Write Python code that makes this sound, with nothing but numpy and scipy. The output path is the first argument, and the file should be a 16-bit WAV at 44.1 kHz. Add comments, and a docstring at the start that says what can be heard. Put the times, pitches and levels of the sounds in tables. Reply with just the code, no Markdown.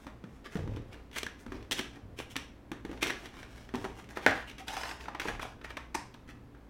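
"""A cardboard box is handled on a table in a small room: its card ticks, knocks and rubs as hands pick a flap open.
Blows ring card panels, thump the hollow box and crack in the treble; rubs and scrapes are random slips.
The inner flap snaps loudly and rattles; a plastic blister tray scrapes out along the sleeve, crackles,
squeaks, and pops once as it is turned over: bursts of bending waves and slips through its resonances.
Filtered noise and a few wavering sines make the faint room noise and hum underneath."""
import sys
import numpy as np
from scipy import signal
from scipy.fft import rfft, irfft, next_fast_len
from scipy.io import wavfile
from scipy.ndimage import uniform_filter1d

SR = 44100
rng = np.random.default_rng(int(sys.argv[2]) if len(sys.argv) > 2 else 0)


def transcribe(u):
    """Save the signal u as a 16-bit wav file named by the first command-line argument.

    u: samples, shape (n,) or (channels, n), limited to [-1, 1]; the rate is SR.
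    q: integer samples, one column per channel.
    """
    v = np.clip(np.atleast_2d(u).T, -1, 1)
    q = np.round(v * 32767).astype(np.int16)
    wavfile.write(sys.argv[1], SR, q)


N = 295205
TAPS = 2048  # response length, samples


def amp(db):
    """Decibels to gain."""
    return 10 ** (np.asarray(db) / 20)


def evened(x):
    """Scales to rms 1."""
    return x / np.sqrt(np.mean(x ** 2) + 1e-20)


def unit(x):
    """Scales to energy 1."""
    return x / (np.linalg.norm(x) + 1e-12)


def read(points, hz, axis=1):
    """One table column, interpolated linearly over log frequency."""
    points = np.array(points)
    return np.interp(np.log(hz + 1), np.log(points[:, 0] + 1), points[:, axis])


def add(mix, start_s, sound):
    """Mixes a sound in at start_s, cropped to the mix."""
    at = round(start_s * SR)
    sound = sound[max(-at, 0):]
    part = mix[max(at, 0):][:len(sound)]
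    part += sound[:len(part)]


def push(t, start_s, hold_s, attack_s, fade_db_per_s):
    """Envelope of a push of the hand: attack, hold, release."""
    attack = np.clip((t - start_s) / attack_s, 0, 1)
    return attack * amp(-fade_db_per_s * np.maximum(t - start_s - attack_s - hold_s, 0))


def drone(hz, width_hz, size=8192):
    """A low resonance kept going by random pushes, rms 1."""
    f = np.fft.rfftfreq(size, N / size / SR)
    resonance = 1 / (1 + (2 * (f - hz) / width_hz) ** 2)
    slow = irfft(rfft(rng.standard_normal(size)) * resonance, 4 * size)
    return np.interp(np.arange(N), np.linspace(0, N, len(slow)), evened(slow))


RING_WIDTH = 0.11  # half width of the main mode, share of its pitch


def ring(spectrum, hz=1000, focus_db=0, ripple_db=0, ring_db=0, octaves=.4, size=7):
    """Causal (minimum-phase) response of a surface: one main mode at hz among randomly excited lesser modes.
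    The spectrum falls by about focus_db an octave away from hz; the main mode stands out by ring_db."""
    f = np.fft.rfftfreq(TAPS, 1 / SR)
    noise = rng.standard_normal(len(f))
    modes = evened(uniform_filter1d(uniform_filter1d(noise, size), size))
    main = 1 / (1 + ((f - hz) / (RING_WIDTH * hz)) ** 2)
    db = read(spectrum, f) - focus_db * np.hypot(np.log2((f + 50) / hz), octaves)
    db += ring_db * main + ripple_db * np.tanh(modes) * (1 - main)
    # folding the cepstrum makes the response causal
    cepstrum = irfft(np.log(amp(np.maximum(db, -100))))
    return unit(irfft(np.exp(2 * rfft(cepstrum[:TAPS // 2], TAPS))))


# modes of the hollow box, before detuning: (frequency [Hz], relative level [dB], t60 [s])
BOX_MODES = [(160, -9, 0.046), (239, -2, 0.047), (374, 0, 0.042), (479, -0.5, 0.043)]
THUD_HZ, THUD_OCTAVES = 346, 0.46  # usual pitch of a pushed wall, spread either way
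THUD_CYCLES, BOX_RING_DB = 0.59, -5.5  # cycles to envelope peak; ring re wall


def hollow(hz=None, spread=0.098):
    """A box wall gives and springs back in a couple of cycles; low modes, detuned by the grip, ring faintly on."""
    t = np.arange(TAPS) / SR
    spot_hz = THUD_HZ * 2 ** (THUD_OCTAVES * rng.uniform(-0.98, 1))
    turns = (hz or spot_hz) * t
    wall = turns * np.exp(-turns / THUD_CYCLES) * np.sin(2 * np.pi * turns)
    mode_hz, db, t60_s = np.transpose(BOX_MODES)[:, :, None]
    mode_hz = mode_hz * (1 + spread * rng.uniform(-0.93, 1, mode_hz.shape))
    sign = rng.choice([-1, 1], mode_hz.shape)
    modes = np.sum(amp(db - 60 * t / t60_s) * np.sin(2 * np.pi * mode_hz * t) * sign, axis=0)
    return unit(unit(wall) + amp(BOX_RING_DB) * unit(modes))


def buckle(buckle_s, size=12):
    """A sheet flips over: a burst of bending waves, evened across wide bands and cut at 12 ms."""
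    u = np.arange(TAPS // 2) / SR / max(buckle_s, 1e-4)
    z = rfft(rng.standard_normal(len(u)) * np.sqrt(u) * np.exp(-(u / 2.54) ** 2))
    z /= np.sqrt(uniform_filter1d(abs(z) ** 2, size) + 1e-12)
    return unit(irfft(z)[:TAPS // 4])


def friction(count, slips_per_s, grain_db, smooth):
    """Tiny slips of uneven size over a smooth hiss, rms 1."""
    slips = (rng.random(count) < slips_per_s / SR) * rng.choice([-1, 1], count)
    slips = slips * amp(grain_db * np.minimum(rng.exponential(1, count), 3))
    return evened(evened(slips) + smooth * rng.standard_normal(count))


# treble radiated by sharp edges: (frequency [Hz], relative density [dB per Hz])
CRACK = [(2500, -25.5), (4400, -5.5), (5600, 1), (7500, -3), (10000, -6.5), (15500, -13.5)]
MEDIUM_DB, MEDIUM_HZ = -40, 2000  # reference blow
CRACK_DB_PER_DB, CRACK_DB_PER_OCTAVE = .15, 10  # harder blows and higher panels crack more
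BASE_BUCKLE_S = 0.000999  # panel flip time scale before stretch
PANEL_RIPPLE_DB = 6  # unevenness of the lesser modes


def clicks(rows, material, gain_db, focus_db, crack_db, room_db, stretch, diffuse_share=.45):
    """Each blow rings a panel, thumps the hollow box and cracks in the treble; returns direct sound and room feed.
    The room gathers all directions, so only a share of the panel's peaks and notches is left in its feed."""
    near, far = np.zeros((2, N))
    edge = np.roll(ring(CRACK), 20)
    for start_s, db, hz, thud_db, ring_db, *thud_hz in rows:
        crack = crack_db + CRACK_DB_PER_DB * (db - MEDIUM_DB)
        crack += CRACK_DB_PER_OCTAVE * np.log2(hz / MEDIUM_HZ)
        sheets = []
        for share in (1, diffuse_share):
            panel = ring(material, hz, focus_db, share * PANEL_RIPPLE_DB, share * ring_db)
            sheets.append(amp(db + gain_db) * (panel + amp(crack) * edge))
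        direct, diffuse = sheets
        thump = amp(db + gain_db + thud_db) * hollow(*thud_hz)
        add(near, start_s, np.convolve(buckle(BASE_BUCKLE_S * stretch), direct))
        add(near, start_s, thump)
        add(far, start_s + BASE_BUCKLE_S, diffuse + thump)
    return np.array([near, amp(room_db) * far])


THUD_DB_PER_DB = -.5


def thudding(rows, thud_db):
    """Adds each row's hollow thud: thud_db at medium strength, relatively less for harder blows."""
    return [(start_s, db, hz, thud_db + THUD_DB_PER_DB * (db - MEDIUM_DB), ring_db)
            for start_s, db, hz, ring_db in rows]


def catches(spans, above_db, spread_db, hz, octaves, count, ring_db=6):
    """A sliding surface catches at a random moment in each of count slots: rows (time, level, pitch, ring)."""
    rows = []
    for start_s, end_s, db in spans:
        for k, (when, size, spot) in enumerate(rng.random((count, 3))):
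            catch_s = start_s + (end_s - start_s) * (k + when) / count
            catch_db = db + above_db + spread_db * (2 * size - 1)
            rows.append((catch_s, catch_db, hz * 2 ** (octaves * (2 * spot - 1)), ring_db))
    return rows


PEAK_SHARE = .45  # position of peak force in a rub or scrape


def drags(rows, material, gain_db, focus_db, room_db, swell, slips_per_s, grain_db):
    """Skin and card edges drag over the box: a swell of slips through panels, hollow box and edges."""
    out, edge = np.zeros(N), ring(CRACK)
    t = np.arange(SR // 3) / SR
    for start_s, length_s, db, hz, thud_db, hiss_db, ring_db in rows:
        force = np.interp(t / length_s, [0, PEAK_SHARE, 1], [0, 1, 0]) ** swell
        panel = ring(material, hz, focus_db, ripple_db=5, ring_db=ring_db)
        body = panel + amp(thud_db) * hollow() + amp(hiss_db) * edge
        drag = friction(len(t), slips_per_s, grain_db, smooth=0.52)
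        add(out, start_s, amp(db + gain_db) * signal.fftconvolve(force * drag, body))
    return np.array([out, amp(room_db) * out])


def pop(row, spectrum, gain_db):
    """A whole bent panel springs free at once; returns direct sound and room feed."""
    start_s, db, thud_db, buckle_s, room_db = row
    near, far = np.zeros((2, N))
    sheet = ring(spectrum, ripple_db=2) + amp(thud_db) * hollow()
    add(near, start_s, np.convolve(buckle(buckle_s), sheet))
    add(far, start_s, sheet)
    return amp(db + gain_db) * np.array([near, amp(room_db) * far])


# room noise: (frequency [Hz], relative density [dB per Hz])
AIR = [(15, -12), (35, -4), (60, -0.5), (80, -8), (150, -11.5), (250, -8.5), (350, -14), (700, -21),
       (1400, -27), (2800, -36), (5600, -45), (10000, -50.5), (15800, -51.5)]
AIR_DB = -54  # rms
# hum: (frequency [Hz], peak level of the steady sine [dB])
HUM = [(59.3, -57.5), (118.5, -62.5), (237, -70), (285, -68)]


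def background(waver=0.71):
    """Steady shaped room noise, and hum: sines plus narrow-band wavering."""
    t, size = np.arange(N) / SR, next_fast_len(N, True)
    spectrum = amp(read(AIR, np.fft.rfftfreq(size, 1 / SR)))
    air = irfft(rfft(rng.standard_normal(size)) * spectrum, size)[:N]
    hum = np.zeros(N)
    for hz, db in HUM:
        steady = np.sin(2 * np.pi * (hz * t + rng.random()))
        hum += amp(db) * (steady + waver * drone(hz, width_hz=8))
    return amp(AIR_DB) * evened(air) + hum


# hands shift their grip: (start [s], end [s], level [dB], hollow thud re panel [dB])
RUBS = [(-.05, .12, -63, -9), (.22, .5, -69, -5), (.48, 0.618, -57.5, -9), (.54, 0.701, -60.5, 5.5),
        (0.661, .82, -60.5, 6.5), (.8, 1.102, -65.5, 4), (1.37, 1.46, -62, -16), (1.46, 1.659, -55.5, 7),
        (1.93, 1.991, -57.5, 5), (2.851, 3.032, -57, 3), (3.015, 3.118, -52, 10), (3.13, 3.33, -55.5, -3),
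        (3.3, 3.48, -54.5, -1.5), (3.44, 3.72, -57, -4), (3.7, 3.96, -56.5, -8), (3.93, 4.05, -55.5, -4),
        (4.085, 4.136, -52, -2)]
# card panel radiation: (frequency [Hz], relative density [dB per Hz])
CARD = [(200, -24.5), (550, 0.5), (800, 4), (1200, -1.5), (1900, -1), (2600, -3.5), (3300, -3.5),
        (4200, -8.5), (5300, -7.5), (8000, -28), (15000, -47)]
SKIN_HZ = 1450  # panel pitch under a fingertip
SKIN_HISS_DB, HISS_DB_PER_THUD_DB = -10.5, -0.52  # a flat, thudding grip hisses less


def rubs():
    """Fingertips drag slowly and softly on card, with faint ticks where the skin catches."""
    rows = []
    for start_s, end_s, db, thud_db in RUBS:
        hiss_db = SKIN_HISS_DB + HISS_DB_PER_THUD_DB * thud_db
        rows.append((start_s, end_s - start_s, db, SKIN_HZ, thud_db, hiss_db, 0))
    spans = [row[:3] for row in RUBS]
    # the second field of a span is its end: here the end [s] from the table
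    ticks = catches(spans, above_db=-0.5, spread_db=3, hz=1700, octaves=0.65, count=2)
    skin = drags(rows, CARD, gain_db=0, focus_db=4.5, room_db=-4, swell=1.17, slips_per_s=800, grain_db=3.5)
    return skin + clicks(thudding(ticks, thud_db=-11.5), CARD, gain_db=21, focus_db=5, crack_db=-12,
                         room_db=-5, stretch=1.2)


# box bumped, side flaps pushed open, box drops back as the tray leaves:
# (time [s], level before gain [dB], panel pitch [Hz], hollow thud re panel [dB], thud pitch [Hz])
BOX_KNOCKS = [(.067, -41.5, 1130, 1, 259), (.239, -50, 1330, 11.5, 189), (.5545, -41.5, 1400, 14.5, 201),
              (.573, -45, 900, 6, 251), (.591, -47.5, 1010, 15, 95), (.675, -45.5, 950, 7.5, 286),
              (.769, -48.5, 1400, 11, 288), (.942, -49.5, 1370, 0, 250), (1.463, -46, 1350, 5.5, 231),
              (1.52, -40, 1130, 4.5, 294), (2.7157, -37.5, 1500, 3.5, 301), (2.8495, -43, 1670, 7.5, 293),
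              (2.893, -53, 1360, 14, 280), (2.9136, -46, 1600, 7, 288), (2.929, -48, 1180, 5, 300),
              (3.7385, -40.5, 1210, 10.5, 250), (3.746, -35, 900, 0, 262), (3.8426, -37.5, 1310, 4.5, 352),
              (3.8489, -34.5, 960, -2.5, 280), (4.171, -33.5, 1020, -2, 454), (5.2547, -38, 1000, 4.5, 400),
              (5.29, -39, 950, -2, 600), (5.298, -41, 600, 2, 436)]
KNOCK_RING_DB = 4.5
REBOUND_S, REBOUND_DB = (.008, .024), -12.5  # delay (min, max); level re knock


def knocks():
    """Each knock on the box rings and thumps it; it settles back once, softly."""
    rows = [(start_s, db, hz, thud_db, KNOCK_RING_DB, thud_hz)
            for start_s, db, hz, thud_db, thud_hz in BOX_KNOCKS]
    rebounds = [(start_s + rng.uniform(*REBOUND_S), db + REBOUND_DB, *rest) for start_s, db, *rest in rows]
    return clicks(rows + rebounds, CARD, gain_db=23, focus_db=7, crack_db=-11.5, room_db=-5, stretch=1.2)


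# card edges and tray rim scrape:
# (time of peak force [s], length [s], level before gain [dB], pitch [Hz], main-mode ring [dB])
SCRAPES = [(.459, 0.048, -46, 1670, 3), (.53, .05, -53, 1700, 6), (.93, 0.048, -55.5, 2200, 3),
           (1.166, .12, -47, 2600, -2), (1.168, .03, -35.5, 1950, 8), (1.183, .022, -33, 2900, 9),
           (1.724, .036, -35, 3500, 9), (1.785, .07, -45, 3100, 5), (2.2, .09, -47.5, 2800, 4),
           (2.314, 0.058, -51.5, 3280, 5), (3.032, 0.057, -33.5, 2350, 8), (3.081, 0.079, -42.5, 2400, 4),
           (3.259, 0.041, -50.5, 2400, 4), (4.171, 0.054, -44, 1810, 3), (4.234, 0.084, -47, 1810, 2),
           (4.375, .16, -45, 1630, 7), (4.488, 0.068, -52.5, 2800, 4), (4.601, 0.051, -47, 2130, 5),
           (5.288, .05, -43.5, 1000, 5), (5.426, .035, -43, 2580, 1), (5.65, 0.041, -45.5, 1710, 2),
           (5.704, .04, -47.5, 1700, 4), (6.296, 0.068, -52.5, 1900, 4.5)]
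# small flaps and cut card edges: (frequency [Hz], relative density [dB per Hz])
FLAP_EDGE = [(200, -24), (550, -1.5), (800, -0.5), (1200, -2), (1800, 0), (2600, -2), (3300, -2),
             (4200, -7), (5500, -7), (7200, -18), (9000, -28), (15000, -44)]
THUD_DB_PER_OCTAVE = -7


def scrapes(thud_db=-9, hiss_db=-11):
    """Hard edges drag quickly and brightly, with more hiss and less thud the higher their pitch."""
    rows = []
    for peak_s, length_s, db, hz, ring_db in SCRAPES:
        octaves = np.log2(hz / MEDIUM_HZ)
        thud = thud_db + THUD_DB_PER_OCTAVE * octaves
        hiss = hiss_db + CRACK_DB_PER_OCTAVE * octaves
        rows.append((peak_s - PEAK_SHARE * length_s, length_s, db, hz, thud, hiss, ring_db))
    return drags(rows, FLAP_EDGE, gain_db=0.15, focus_db=6.0, room_db=-6.5, swell=1.32,
                 slips_per_s=1600, grain_db=3.5)


# even stick-slip of the tray's rim:
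# (start [s], length [s], peak level before flutter [dB], pitch [Hz], glide [octaves])
SQUEAKS = [(.45, .025, -48, 1150, 0), (4.468, 0.037, -49.5, 2880, .12), (4.597, 0.038, -46, 780, 0),
           (4.681, 0.035, -43, 770, 0.0097), (5.283, 0.047, -43, 1720, 0),
           (5.409, 0.027, -44.5, 3420, 0.11)]


def squeaks(jitter=0.049, flutter_db=3, room_db=-9, size=60):
    """Nearly regular slips lock onto one mode: a short, rough tone that swells and stops."""
    out = np.zeros(N)
    for start_s, length_s, db, hz, glide in SQUEAKS + chirps():
        u = np.arange(TAPS) / SR / length_s
        wobble, grip = (evened(uniform_filter1d(z, size)) for z in rng.standard_normal((2, TAPS)))
        turns = np.cumsum(hz * 2 ** (glide * (u - .5)) * (1 + jitter * wobble)) / SR
        swell = amp(db + flutter_db * grip) * np.sin(np.pi * np.minimum(u, 1))
        add(out, start_s, swell * np.sin(2 * np.pi * turns))
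    return np.array([out, amp(room_db) * out])


# box pressed on the table: (start [s], hold [s], sway level [dB], drumming level [dB])
PRESSES = [(0.554, .21, -48.5, -41), (1.468, 0.17, -53, -51), (2.03, 0.086, -66, -52.5),
           (3.74, .03, -62, -47.5), (4.26, .03, -66, -48), (5.278, 0.14, -47, -51)]
PRESS_ATTACK_S, PRESS_FADE_DB_PER_S = 0.009, 88.5


def table():
    """The table sways on its legs under each press; at each swing the box bumps softly and the top drums."""
    t = np.arange(N) / SR
    sway, swings = drone(hz=35, width_hz=9), np.zeros(N)
    swings[signal.find_peaks(sway)[0]] = 1
    bumps = evened(signal.oaconvolve(swings, hollow(hz=102.5))[:N])
    drumming = amp(-2.5) * drone(hz=97, width_hz=13) + amp(-6.5) * drone(hz=61.3, width_hz=10)
    top = evened(bumps + drumming)
    out = np.zeros(N)
    for start_s, hold_s, sway_db, top_db in PRESSES:
        press = push(t, start_s, hold_s, PRESS_ATTACK_S, PRESS_FADE_DB_PER_S)
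        out += press * (amp(sway_db) * sway + amp(top_db) * top)
    return out


# fingers and flaps on card:
# (time [s], level before gain [dB], panel pitch [Hz], hollow thud re panel [dB], main-mode ring [dB])
CARD_CLICKS = [(.569, -49, 2800, -3, 0), (.762, -51.5, 3100, -3, 5), (.929, -52.5, 2680, -12, 9),
               (1.1135, -55, 2800, -8, 3), (1.13, -51, 2600, -10, 9), (1.231, -33.5, 2900, -4, 1),
               (1.2645, -32.5, 1670, -10.5, 16), (1.626, -54, 2800, -2, 1), (1.711, -31, 3100, -7, 7),
               (1.7186, -30, 3370, -10, 8), (1.7265, -32.5, 3370, -12, 14), (1.7845, -39, 1600, -2, 5),
               (1.7905, -32.5, 3000, -8, 8), (1.7935, -33, 1690, -1, 4), (1.81, -44, 3000, -6, 0),
               (2.1885, -39.5, 2600, 0.5, 6), (2.2005, -38.5, 890, -0.5, 2), (2.3565, -36, 1200, -6, 5),
               (2.364, -30, 2800, -8, 1), (2.9748, -50, 1600, 2, 5), (3.0262, -28, 2300, -6, 10),
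               (3.029, -25, 2400, -12, 11), (3.062, -38, 1400, -2, 8), (3.069, -37, 3400, -7, 8),
               (3.077, -41, 3000, -4, 5), (3.098, -33, 1500, -7, 6), (3.1034, -30, 1800, -10, 7),
               (3.2565, -43.5, 1930, -4, 2), (3.3674, -50, 1400, -6, 5), (3.429, -43.5, 1600, -4, 6),
               (3.69, -47.5, 1600, -5, 9), (3.7545, -42.5, 3320, -2, 1), (3.9965, -48.5, 1290, -5, 5)]


def card_clicks():
    """Fingers and flaps click on the card, ringing small panels and cut edges."""
    return clicks(CARD_CLICKS, FLAP_EDGE, gain_db=23, focus_db=5, crack_db=-16.0, room_db=-6.0, stretch=0.93)


# (time [s], level before gain [dB], hollow thud re panel [dB], buckling time scale [s], room feed [dB])
FLAP_SNAP = (4.2634, -13, -11, .0007, -5.3)
# snapping flap: (frequency [Hz], relative density [dB per Hz])
FLAP_SPECTRUM = [(80, -25), (170, -9), (265, 5), (360, 1.5), (480, 6.5), (600, 0), (730, 0), (900, -5),
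                 (1200, -5), (1550, 3.5), (2000, 0), (2700, -12), (5000, -19), (8500, -30), (15500, -38)]


def flap_snap():
    """The bent inner flap lets go at once: a loud burst through its resonances."""
    return pop(FLAP_SNAP, FLAP_SPECTRUM, gain_db=23.3)


# flap against sleeve: (time [s], level before gain [dB], pitch [Hz])
RATTLE = [(4.269, -26.5, 480), (4.2754, -30, 1750), (4.2885, -32, 500), (4.294, -36, 1700),
          (4.3055, -31.5, 1600), (4.319, -32.5, 480)]


def rattle(thud_db=-14, ring_db=7):
    """The freed flap flutters against the sleeve in papery slaps."""
    rows = [(start_s, db, hz, thud_db, ring_db) for start_s, db, hz in RATTLE]
    return clicks(rows, CARD, gain_db=22.5, focus_db=8, crack_db=-19.5, room_db=-6, stretch=2.2)


# tray catches: (time [s], level before gain [dB], wall pitch [Hz], main-mode ring [dB])
TRAY_TICKS = [(4.497, -46.5, 2800, 5), (4.512, -48.5, 2600, 2), (4.5814, -47, 3400, 6),
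              (4.6805, -37.5, 3500, 8), (4.684, -40.5, 2200, 5), (4.722, -47, 1300, 7),
              (4.7655, -37, 2310, 0), (4.767, -37.5, 760, 9), (4.833, -34.5, 1640, 6),
              (4.856, -42, 1100, 5), (4.891, -43, 2400, 4), (4.911, -39, 1640, 4), (5.007, -47.5, 2600, 6),
              (5.056, -45, 1420, 4.5), (5.0817, -34, 1000, 4), (5.1478, -35, 1050, 6),
              (5.1975, -31, 2350, 5.5), (5.2155, -37.5, 2100, 3), (5.2745, -41, 2500, 3),
              (5.283, -32, 1690, 8), (5.349, -46, 1700, 5), (5.3945, -36.5, 1300, 7), (5.428, -37, 1000, 8),
              (5.451, -38.5, 980, 10), (5.613, -49, 1597, 4), (5.644, -40, 1700, 6),
              (5.705, -44.5, 1600, 1), (5.7686, -36.5, 1970, 6), (5.773, -39, 1210, 2),
              (6.1405, -54, 3780, 11), (6.145, -51.5, 1000, 5), (6.288, -54, 1900, 4),
              (6.5469, -56.5, 1500, 12)]
# tray wall radiation: (frequency [Hz], relative density [dB per Hz])
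PLASTIC = [(300, -20), (550, -2), (750, 3), (1100, 0.5), (2300, -2), (3500, -6), (4400, -9), (5200, -5.5),
           (8000, -27), (15000, -45)]
# pulls drawing the tray out: (start [s], hold [s], relative level [dB])
PULLS = [(4.664, .225, -44), (4.989, 0.0099, -51), (5.193, .08, -48.5), (5.395, 0.037, -52)]
PULL_ATTACK_S, PULL_FADE_DB_PER_S = .02, 230


def tray():
    """The thin tray's walls ring in clear ticks, and in small random crackles during each pull."""
    pulls = [(start_s, start_s + hold_s + 2 * PULL_ATTACK_S, db) for start_s, hold_s, db in PULLS]
    rows = TRAY_TICKS + catches(pulls, above_db=-1, spread_db=2, hz=1800, octaves=.7, count=2)
    return clicks(thudding(rows, thud_db=-8.5), PLASTIC, gain_db=23.5, focus_db=7.5, crack_db=-17,
                  room_db=-5.5, stretch=1.6)


def chirps(length_s=0.013):
    """In the long first pull the rim grabs repeatedly, each time on another mode: rows like SQUEAKS."""
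    start_s, hold_s, db = PULLS[0]
    span = (start_s, start_s + hold_s + PULL_ATTACK_S, db)
    grabs = catches([span], above_db=-3.5, spread_db=2, hz=2697, octaves=1.1, count=14)
    return [(grab_s, length_s, level_db, hz, 0) for grab_s, level_db, hz, _ in grabs]


# sliding tray: (frequency [Hz], relative density [dB per Hz])
SLIDE_SPECTRUM = [(200, -26), (550, -8), (740, 1), (950, -0.5), (1250, -6), (1700, -5.5), (2400, -8.5),
                  (3400, -9), (4200, -15), (5100, -9), (7500, -19), (10000, -24), (15500, -37)]


def slide(gain_db=-1, room_db=-5.5, uneven_db=0.8, hiss_db=-16, inside_hz=740, outside_hz=1000, count=9):
    """The tray's rim scrapes unevenly along the sleeve; its ring changes and rises as more of it comes out."""
    out, t = np.zeros(N), PULLS[0][0] + np.arange(SR) / SR
    pulls = [amp(db + gain_db) * push(t, start_s, hold_s, PULL_ATTACK_S, PULL_FADE_DB_PER_S)
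             for start_s, hold_s, db in PULLS]
    speed = np.max(pulls, axis=0) * amp(uneven_db * drone(hz=25, width_hz=30)[:len(t)])
    travel = np.cumsum(speed) / np.sum(speed) * (count - 1)
    for spot, hz in enumerate(np.geomspace(inside_hz, outside_hz, count)):
        crossfade = np.sqrt(np.maximum(1 - abs(travel - spot), 0))
        drag = friction(len(t), slips_per_s=700, grain_db=3.8, smooth=.5) * crossfade
        body = ring(SLIDE_SPECTRUM, hz, ripple_db=6, ring_db=3.5) + amp(hiss_db) * ring(CRACK)
        add(out, t[0], signal.fftconvolve(speed * drag, body))
    return np.array([out, amp(room_db) * out])


# (time [s], level before gain [dB], hollow thud re panel [dB], buckling time scale [s], room feed [dB])
TRAY_POP = (5.9443, -27.5, -13.5, 0.05, -4)
# popping tray: (frequency [Hz], relative density [dB per Hz])
POP_SPECTRUM = [(150, -21), (290, -6), (560, -11), (930, 4.5), (1250, -9), (1700, -6.5), (2400, -8),
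                (3200, -18.5), (5400, -13.5), (7000, -20), (8500, -18), (15500, -37)]


def tray_pop():
    """A bent tray panel springs over at once: a burst through its resonances."""
    return pop(TRAY_POP, POP_SPECTRUM, gain_db=23)


# room tail: (frequency [Hz], t60 [s], relative level [dB])
ROOM = [(120, 0.37, -2.5), (400, 0.35, 0), (1000, 0.41, 0), (1800, 0.41, -0.5), (3520, 0.4, -1),
        (7000, 0.37, -0.5), (15000, 0.26, -3.5)]


def room(x, early_db=-5, early_s=0.0098):
    """Quick reflections off the table and walls, then a tail whose decay depends on frequency."""
    t = np.arange(SR // 2) / SR
    taps = rng.choice([-1, 1], len(t)) * (rng.random(len(t)) < .15) * (t > .005)
    hz, at_s, z = signal.stft(taps, SR, nperseg=256)
    z = z * amp(read(ROOM, hz, axis=2)[:, None] - 60 * at_s / read(ROOM, hz)[:, None])
    tail = unit(signal.istft(z, SR, nperseg=256)[1][:len(t)])
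    sparse = rng.standard_normal(len(t)) * (rng.random(len(t)) < .03) * (t > .003)
    early = unit(sparse * np.exp(-t / early_s))
    return signal.oaconvolve(x, unit(tail + amp(early_db) * early))[:N]


def moving_room(x, pattern_hz=0.9004, count=3):
    """The echo pattern changes steadily as the box is turned about: a cyclic blend of fixed responses."""
    turn = np.pi * pattern_hz * np.arange(N) / SR
    return sum(room(x * np.cos(turn + np.pi * k / count)) for k in range(count)) * np.sqrt(2 / count)


# box held nearer or farther: (time [s], room feed change [dB])
DISTANCE = [(1.1, 1), (1.25, -3.5), (1.7, .5), (2.36, -1), (3.03, 0.5)]


def scene():
    """Mixes all the handling, its echo in the room, the table and the background."""
    near, far = (rubs() + knocks() + scrapes() + squeaks() + card_clicks() + flap_snap()
                 + rattle() + tray() + slide() + tray_pop())
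    far = far * amp(np.interp(np.arange(N) / SR, *np.transpose(DISTANCE)))
    return (near + moving_room(far) + table() + background())[None]


EDGE_HZ = 16000


def record(dry):
    """Band limit: linear-phase low-pass at EDGE_HZ."""
    lowpass = signal.firwin(511, EDGE_HZ, window=("kaiser", 9), fs=SR)
    return signal.oaconvolve(dry, lowpass[None], "same")


dry = scene()
out = record(dry)
transcribe(out)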